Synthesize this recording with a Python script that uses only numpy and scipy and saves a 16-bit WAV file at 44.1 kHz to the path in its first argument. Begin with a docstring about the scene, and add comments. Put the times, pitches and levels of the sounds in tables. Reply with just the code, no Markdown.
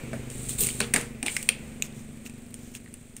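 """Pens and paper at a cloth-covered table.

A small, hard room, one microphone near a table where two people draw on folded paper. A hand sweeps
the cloth and rummages among pens and pencils, whose barrels clack together and knock the tabletop;
one is picked up and ticks lightly. Outside, farther off, a slow single-cylinder engine putters,
one exhaust puff per firing, and fades away."""
import sys
import numpy as np
from scipy import signal
from scipy.fft import rfft, irfft, next_fast_len
from scipy.io import wavfile
from scipy.ndimage import map_coordinates

SR = 44100
rng = np.random.default_rng(int(sys.argv[2]) if len(sys.argv) > 2 else 0)


def to_wav(sig):
    """Store sig (one row per channel, or 1-D mono) as 16-bit WAV at the path in sys.argv[1].

    Samples outside -1..1 are clipped; the rate is SR.
    """
    pcm = np.clip(np.atleast_2d(sig), -1, 1) * 32767
    pcm = np.round(pcm).astype(np.int16)
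    wavfile.write(sys.argv[1], SR, pcm.T)  # frames by channels


N = 141120

# modes of a pen barrel: multiple of its pitch, level/dB, t60/s
BARREL_MODES = [(.48, -21, 0.0061), (.7, -17.5, 0.0081), (1, 1, 0.0071), (1.24, -14.5, .009),
                (1.55, -4, 0.003), (2.25, -9.5, 0.0044)]
# the exhaust as heard from the table: t/s, level/dB
ENGINE_LEVEL = [(0, -38.5), (.7, -40.5), (1.1, -41), (1.35, -47.5), (1.6, -42), (2.2, -44), (2.75, -47),
                (3.2, -54)]
CONTACT_RISE_S, BARREL_RISE_S = 0.00021, 0.00036


def amp(db):
    """Decibels to gain."""
    return 10 ** (np.asarray(db) / 20)


def unit(x):
    """Scale to rms 1."""
    return x / np.sqrt(np.mean(x ** 2) + 1e-20)


def along(points, hz):
    """Interpolate (f/Hz, value) points on a log frequency axis."""
    freqs, values = np.transpose(points)
    return np.interp(np.log(hz + 1), np.log(freqs + 1), values)


def curve(rows):
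    """(t/s, value) points as one value per sample."""
    return np.interp(np.arange(N) / SR, *np.transpose(rows))


def fade(t, t60):
    """Exponential decay, 60 dB down at t60."""
    return np.exp(-np.log(1000) * t / t60)


def coloured(x, spectrum):
    """x through a minimum-phase filter with the given (f/Hz, level/dB) points."""
    size = 2 * next_fast_len(len(x))
    cepstrum = irfft(np.log(amp(along(spectrum, np.fft.rfftfreq(size, 1 / SR)))))
    cepstrum[1:size // 2] *= 2
    cepstrum[size // 2 + 1:] = 0
    return irfft(rfft(x, size) * np.exp(rfft(cepstrum)))[:len(x)]


def noise(spectrum, size=N):
    """Coloured noise of rms 1."""
    return unit(coloured(rng.standard_normal(size), spectrum))


def ring(modes, t, pitch=1):
    """Damped modes whose phases and levels vary from blow to blow."""
    return sum(amp(db + rng.standard_normal()) * fade(t, t60)
               * np.sin(2 * np.pi * (pitch * hz * t + rng.random())) for hz, db, t60 in modes)


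def pen_clacks():
    """Each contact rings the barrel for a few milliseconds, with a bright tick and a crack."""
    # pen contacts: t/s, barrel f/Hz, barrel level/dB, tick level/dB
    clacks = [(.1315, 2200, -28, -38), (.301, 2500, -47, -22), (0.6084, 3900, -39, -11.5),
              (0.6355, 2720, -20, -9), (0.6691, 2650, -42, -11), (0.6884, 2290, -20.5, -19),
              (0.803, 4030, -18.5, -15), (.8050, 2500, -8, -16), (0.8057, 1500, -14, -19),
              (0.8143, 4370, -14, -38), (0.9377, 2060, -10.5, -5), (0.94, 1750, -8.5, -4),
              (.942, 2200, -13.5, -13.5), (.9615, 2120, -4.5, -9.5), (0.9635, 1710, -13.5, -20),
              (1.012, 2460, -28, -20.5), (1.2286, 2450, -16, -18), (1.2636, 2720, -15, -17),
              (1.269, 2300, -19.5, -19.5), (1.2824, 2280, -10, -25), (1.3661, 2380, -11, -16),
              (1.3676, 2170, -9.5, -16.5), (1.4282, 2400, -31, -16.5), (1.4896, 2560, -1, -3),
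              (1.4908, 3200, -9, -18), (2.263, 2620, -27.5, -54), (2.2971, 2480, -34.5, -36),
              (2.542, 2600, -56, -23), (2.7508, 2640, -24, -26), (2.861, 1920, -35.5, -60),
              (2.877, 1870, -38, -60), (2.9405, 2820, -39.5, -28), (3.1662, 2740, -38, -24.5)]
    # the tick's ringing: f/Hz, level/dB, t60/s
    tick_modes = [(8630, -2.5, 0.0046), (9070, -7, 0.0064)]
    # noise burst of a contact: f/Hz, level/dB
    crack_spectrum = [(300, -17), (1500, -13), (2800, -4), (4800, -8), (7000, 2), (9000, 11.5),
                      (11000, -9.5), (15000, -7.5)]
    out, t = np.zeros(N), np.arange(SR // 20) / SR
    tick_rise = 1 - np.exp(-t / CONTACT_RISE_S)
    barrel_rise = 1 - np.exp(-t / BARREL_RISE_S)
    for start, hz, barrel_db, tick_db in clacks:
        tick = ring(tick_modes, t)
        crack = amp(-3) * noise(crack_spectrum, len(t)) * fade(t, t60=0.0095)
        barrel = amp(barrel_db) * barrel_rise * ring(BARREL_MODES, t, hz)
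        add(out, start, in_room(barrel + amp(tick_db) * tick_rise * (tick + crack)))
    return out


def pen_snap():
    """One dry plastic snap as a pen is taken in both hands."""
    # the plastic's ringing: f/Hz, level/dB, t60/s
    snap_modes = [(2600, 0.5, 0.0088), (3800, -2, 0.005), (6840, 10, 0.0031), (8460, 0.5, 0.004),
                  (13700, -4, .003)]
    out, t = np.zeros(N), np.arange(SR // 20) / SR
    snap = amp(-10.5) * (1 - np.exp(-t / BARREL_RISE_S)) * ring(snap_modes, t)
    add(out, start_s=1.8231, sound=in_room(snap, wet_db=-5))
    return out


def pen_jostle(contacts=12, centre_hz=2885, spread_octaves=0.34, spread_db=2):
    """Pens roll against each other: runs of light contacts, each ringing at a pitch of its own."""
    # runs of contacts: t/s, length/s, contact level/dB
    runs = [(0.619, 0.099, -26.5), (.812, .035, -24), (1.261, .04, -25), (1.831, 0.11, -44)]
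    out, t = np.zeros(N), np.arange(SR // 20) / SR
    rise = 1 - np.exp(-t / BARREL_RISE_S)
    for start, length, db in runs:
        for k in range(contacts):
            detune, force = rng.standard_normal(2)
            contact = rise * ring(BARREL_MODES, t, centre_hz * 2 ** (spread_octaves * detune))
            onset = start + length * (k + rng.random()) / contacts
            add(out, onset, amp(db + spread_db * force) * contact)
    return in_room(out)[:N]


def tabletop(hold_s=0.0017):
    """Hand and pens thud on the table: loose things rattle and its low modes ring on."""
    # knocks: t/s, thud f/Hz, thud level/dB, ringing level/dB, rattle level/dB
    knocks = [(0.131, 218, -24, -50, -45.5), (0.613, 235, -39, -36.5, -53), (.805, 220, -29, -31.5, -33),
              (.939, 233, -29, -31, -27.5), (.964, 215, -24.5, -33.5, -31.5), (1.229, 267, -31, -63, -45),
              (1.259, 284, -32.5, -45, -38.5), (1.491, 516, -38.5, -49, -46)]
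    # the tabletop's resonances: f/Hz, level/dB, t60/s
    table_modes = [(227.5, 1, 0.22), (403, -0.5, 0.28), (472, -4.5, 0.42)]
    # colour of a thud: multiple of its pitch, level/dB
    thud_shape = [(.3, -24), (.75, -4.5), (1, 7.5), (1.7, -20), (2.9, -5), (4.2, -34.5), (8, -18.5),
                  (16, -52.5)]
    # loose things on the table: f/Hz, level/dB
    rattle_spectrum = [(500, -5.5), (1200, -5), (2300, -4), (5200, -16.5), (8700, -3.5), (11500, -21)]
    out, t = np.zeros(N), np.arange(SR // 2) / SR
    rise = 1 - np.exp(-t / CONTACT_RISE_S)
    after_hold = np.maximum(t - hold_s, 0)
    for start, hz, thud_db, ring_db, rattle_db in knocks:
        thud_spectrum = [(multiple * hz, db) for multiple, db in thud_shape]
        thud = amp(thud_db) * noise(thud_spectrum, len(t)) * fade(after_hold, t60=0.11)
        rattle = amp(rattle_db) * noise(rattle_spectrum, len(t)) * fade(after_hold, t60=0.32)
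        ringing = amp(ring_db) * ring(table_modes, t)
        add(out, start, rise * (thud + ringing + rattle))
    return out


def friction(spectrum, slips_per_s=900, spread_db=3, slip_share=0.53):
    """Tiny slips of uneven size on a smooth hiss; the slips ring the resonances more sharply."""
    slips = (rng.random(N) < slips_per_s / SR) * rng.choice([-1, 1], N)
    sizes = amp(spread_db * np.minimum(rng.exponential(size=N), 3))
    grains = unit(coloured(coloured(slips * sizes, spectrum), spectrum))
    return np.sqrt(slip_share) * grains + np.sqrt(1 - slip_share) * noise(spectrum)


def hand_on_cloth():
    """Skin hisses over the cloth, brighter when fast, and rubs a low rumble from the table."""
    # the sliding hand: t/s, level/dB
    sweep = [(.28, -80), (.31, -45), (.484, -40.5), (.493, -29.5), (.577, -43), (.588, -29.5), (.61, -26),
             (.66, -29), (.74, -39), (.8, -39.5), (.9, -62), (1.0, -61), (1.2, -77), (1.26, -43),
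             (1.325, -36.5), (1.42, -42.5), (1.6, -59.5)]
    # skin on cloth: f/Hz, level/dB
    cloth_spectrum = [(700, -14.5), (1500, -17), (2400, -11.5), (4000, -7.5), (5200, -14.5), (7400, -2),
                      (8700, 1.5), (10300, -8.5), (11800, -16), (14000, -10.5)]
    # the rubbed table: f/Hz, level/dB
    rub_spectrum = [(50, 4), (110, -5.5), (220, 1.5), (1000, -32.5), (3000, -38)]
    # top end of a fast stroke: f/Hz, level/dB
    fizz_spectrum = [(3000, -49), (9000, -0.5), (12000, -9.5), (13800, 2.5), (15500, -3.5)]
    stroke_db = curve(sweep)
    from_peak_db = stroke_db - stroke_db.max()
    hiss = amp(stroke_db) * friction(cloth_spectrum)
    rub = amp(-35 + 1.33 * from_peak_db) * noise(rub_spectrum)
    fizz = amp(-22.5 + 4.4 * from_peak_db) * friction(fizz_spectrum)
    return hiss + rub + fizz


def paper():
    """Brief rustles and pencil scratches, each a swell of fine friction."""
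    # strokes on the paper: t/s, length/s, level/dB
    rustles = [(1.822, 0.057, -43), (1.927, 0.12, -53.5), (2.248, 0.036, -43), (2.51, 0.28, -56),
               (2.734, 0.051, -44), (3.156, 0.043, -52.5)]
    # paper friction: f/Hz, level/dB
    paper_spectrum = [(700, -12.5), (2400, -5.5), (4800, -9), (6500, -3.5), (8700, -4), (11000, -13),
                      (14500, -8.5)]
    out = np.zeros(N)
    scratch = friction(paper_spectrum, slips_per_s=1400)
    for start, length, db in rustles:
        stroke = scratch[int(start * SR):][:int(length * SR)]
        add(out, start, amp(db) * stroke * np.sin(np.linspace(0, np.pi, len(stroke))))
    return out


def engine(first_firing_s=0.036, jitter_s=0.0001, spread_db=0.6, clatter_decay_s=0.041):
    """The single cylinder outside: each firing sends a pulse to the exhaust and lifts a faint clatter."""
    # engine speed: t/s, firing rate/Hz
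    firing_rate = [(0, 25.35), (.5, 25.25), (1.15, 24.95), (1.5, 24.35), (2.2, 24.2), (2.4, 23.75),
                   (3.2, 23.65)]
    # the clatter receding: t/s, level/dB
    clatter_level = [(0, -45), (.3, -50.5), (1.7, -51.5), (2.0, -58.5), (3.2, -63.5)]
    # clattering metal: f/Hz, level/dB
    metal_spectrum = [(500, 5), (1100, -15), (1800, -8.5), (2400, 0.5), (3200, -19.5), (6000, -22.5)]
    rate = curve(firing_rate)
    cycles = np.cumsum(rate) / SR - first_firing_s * rate[0]
    firings = np.flatnonzero(np.diff(np.floor(cycles)))
    lateness, force = rng.standard_normal((len(firings), 2)).T
    onsets = np.clip(firings + (jitter_s * SR * lateness).astype(int), 0, N - 1)
    pulses = np.zeros(N)
    pulses[onsets] = amp(spread_db * force)
    putter = exhaust(pulses)
    since_firing_s = (cycles % 1) / rate
    clatter = unit(noise(metal_spectrum) * (np.exp(-since_firing_s / clatter_decay_s) + 0.83))
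    return putter + amp(curve(clatter_level)) * clatter


def exhaust(pulses):
    """The yard's walls smear every puff alike; the colour shifts as the engine moves off."""
    # exhaust at its nearest: f/Hz, level/dB
    near_spectrum = [(25, -51), (48, 4.5), (75, -2.5), (125, 5), (165, -9), (250, 0), (300, -17),
                     (360, -2.5), (520, -27), (1500, -49)]
    # at middle distance: f/Hz, level/dB
    mid_spectrum = [(30, -32), (72, 2), (105, -13), (145, 2), (175, -16.5), (225, 7), (290, -14.5),
                    (370, -7), (520, -27), (1500, -45)]
    # far off: f/Hz, level/dB
    far_spectrum = [(25, -32), (95, 2.5), (140, -12), (175, -12.5), (245, 3), (305, -17), (380, -9.5),
                    (520, -38), (1500, -40.5)]
    # near until, mid from, mid until, far from: each t/s
    crossfades = [.8, 1.6, 2.1, 2.5]
    t = np.arange(N) / SR
    yard = rng.standard_normal(SR // 10) * fade(t[:SR // 10], t60=0.07)
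    puffs = pulses + amp(-3) * signal.fftconvolve(pulses, yard / np.linalg.norm(yard))[:N]
    near = np.interp(t, crossfades[:2], [1, 0])
    far = np.interp(t, crossfades[2:], [0, 1])
    blend = [(near, near_spectrum), (1 - near - far, mid_spectrum), (far, far_spectrum)]
    putter = sum(weight * unit(coloured(puffs, spectrum)) for weight, spectrum in blend)
    return amp(curve(ENGINE_LEVEL)) * putter


def ambience(wavers_per_s=8, waver_db=1):
    """Background air: a slightly wavering hiss and a rumble that recedes with the engine."""
    # the hiss over time: t/s, level/dB
    hiss_level = [(0, -47), (1.1, -52.5), (1.7, -49.5), (2.2, -54.5), (3.2, -59.5)]
    # its colour: f/Hz, level/dB
    hiss_spectrum = [(500, 5.5), (950, -5), (2300, -2), (3500, -7.5), (5200, -16), (7000, -7.5),
                     (8500, -2.5), (11000, -22), (14500, -19)]
    # low rumble: f/Hz, level/dB
    rumble_spectrum = [(15, -1), (45, -7.5), (110, -4.5), (300, -12), (1500, -51)]
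    knots = np.arange(N) * wavers_per_s / SR
    waver = map_coordinates(rng.standard_normal(int(knots[-1]) + 2), [knots])
    hiss = amp(curve(hiss_level) + waver_db * waver) * noise(hiss_spectrum)
    engine_db = curve(ENGINE_LEVEL)
    rumble = amp(-48.5 + 0.5 * (engine_db - engine_db.mean())) * noise(rumble_spectrum)
    return hiss + rumble


def in_room(x, wet_db=0, delay_s=0.0024):
    """Direct sound, then early reflections off the hard walls and a tail whose treble dies first."""
    # the room's reverberation: f/Hz, t60/s
    room_decay = [(200, 0.64), (2400, 0.34), (15000, 0.11)]
    hz, t, bands = signal.stft(rng.standard_normal(SR // 2), SR, nperseg=256)
    tail = signal.istft(bands * fade(t, along(room_decay, hz)[:, None]), SR, nperseg=256)[1]
    early = rng.standard_normal(len(tail)) * fade(np.arange(len(tail)) / SR, t60=0.035)
    walls = amp(-14) * tail / np.linalg.norm(tail) + amp(-12.5) * early / np.linalg.norm(early)
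    return signal.fftconvolve(x, np.r_[1, np.zeros(int(delay_s * SR)), amp(wet_db) * walls])


def add(track, start_s, sound):
    """Mix a sound into the track."""
    part = track[int(start_s * SR):][:len(sound)]
    part += sound[:len(part)]


def scene():
    """In mono: the table in front, the engine outside, the air behind both."""
    air = ambience()
    table = pen_clacks() + pen_snap() + pen_jostle() + tabletop() + hand_on_cloth() + paper()
    return (table + engine() + air)[None]


def record(dry):
    """The recorder clips at full scale and keeps nothing above its band limit."""
    size = next_fast_len(N + SR // 2)
    passband = np.fft.rfftfreq(size, 1 / SR) < 15650
    return irfft(rfft(np.clip(dry, -1, 1), size) * passband, size)[:, :N]


dry = scene()
out = record(dry)
to_wav(out)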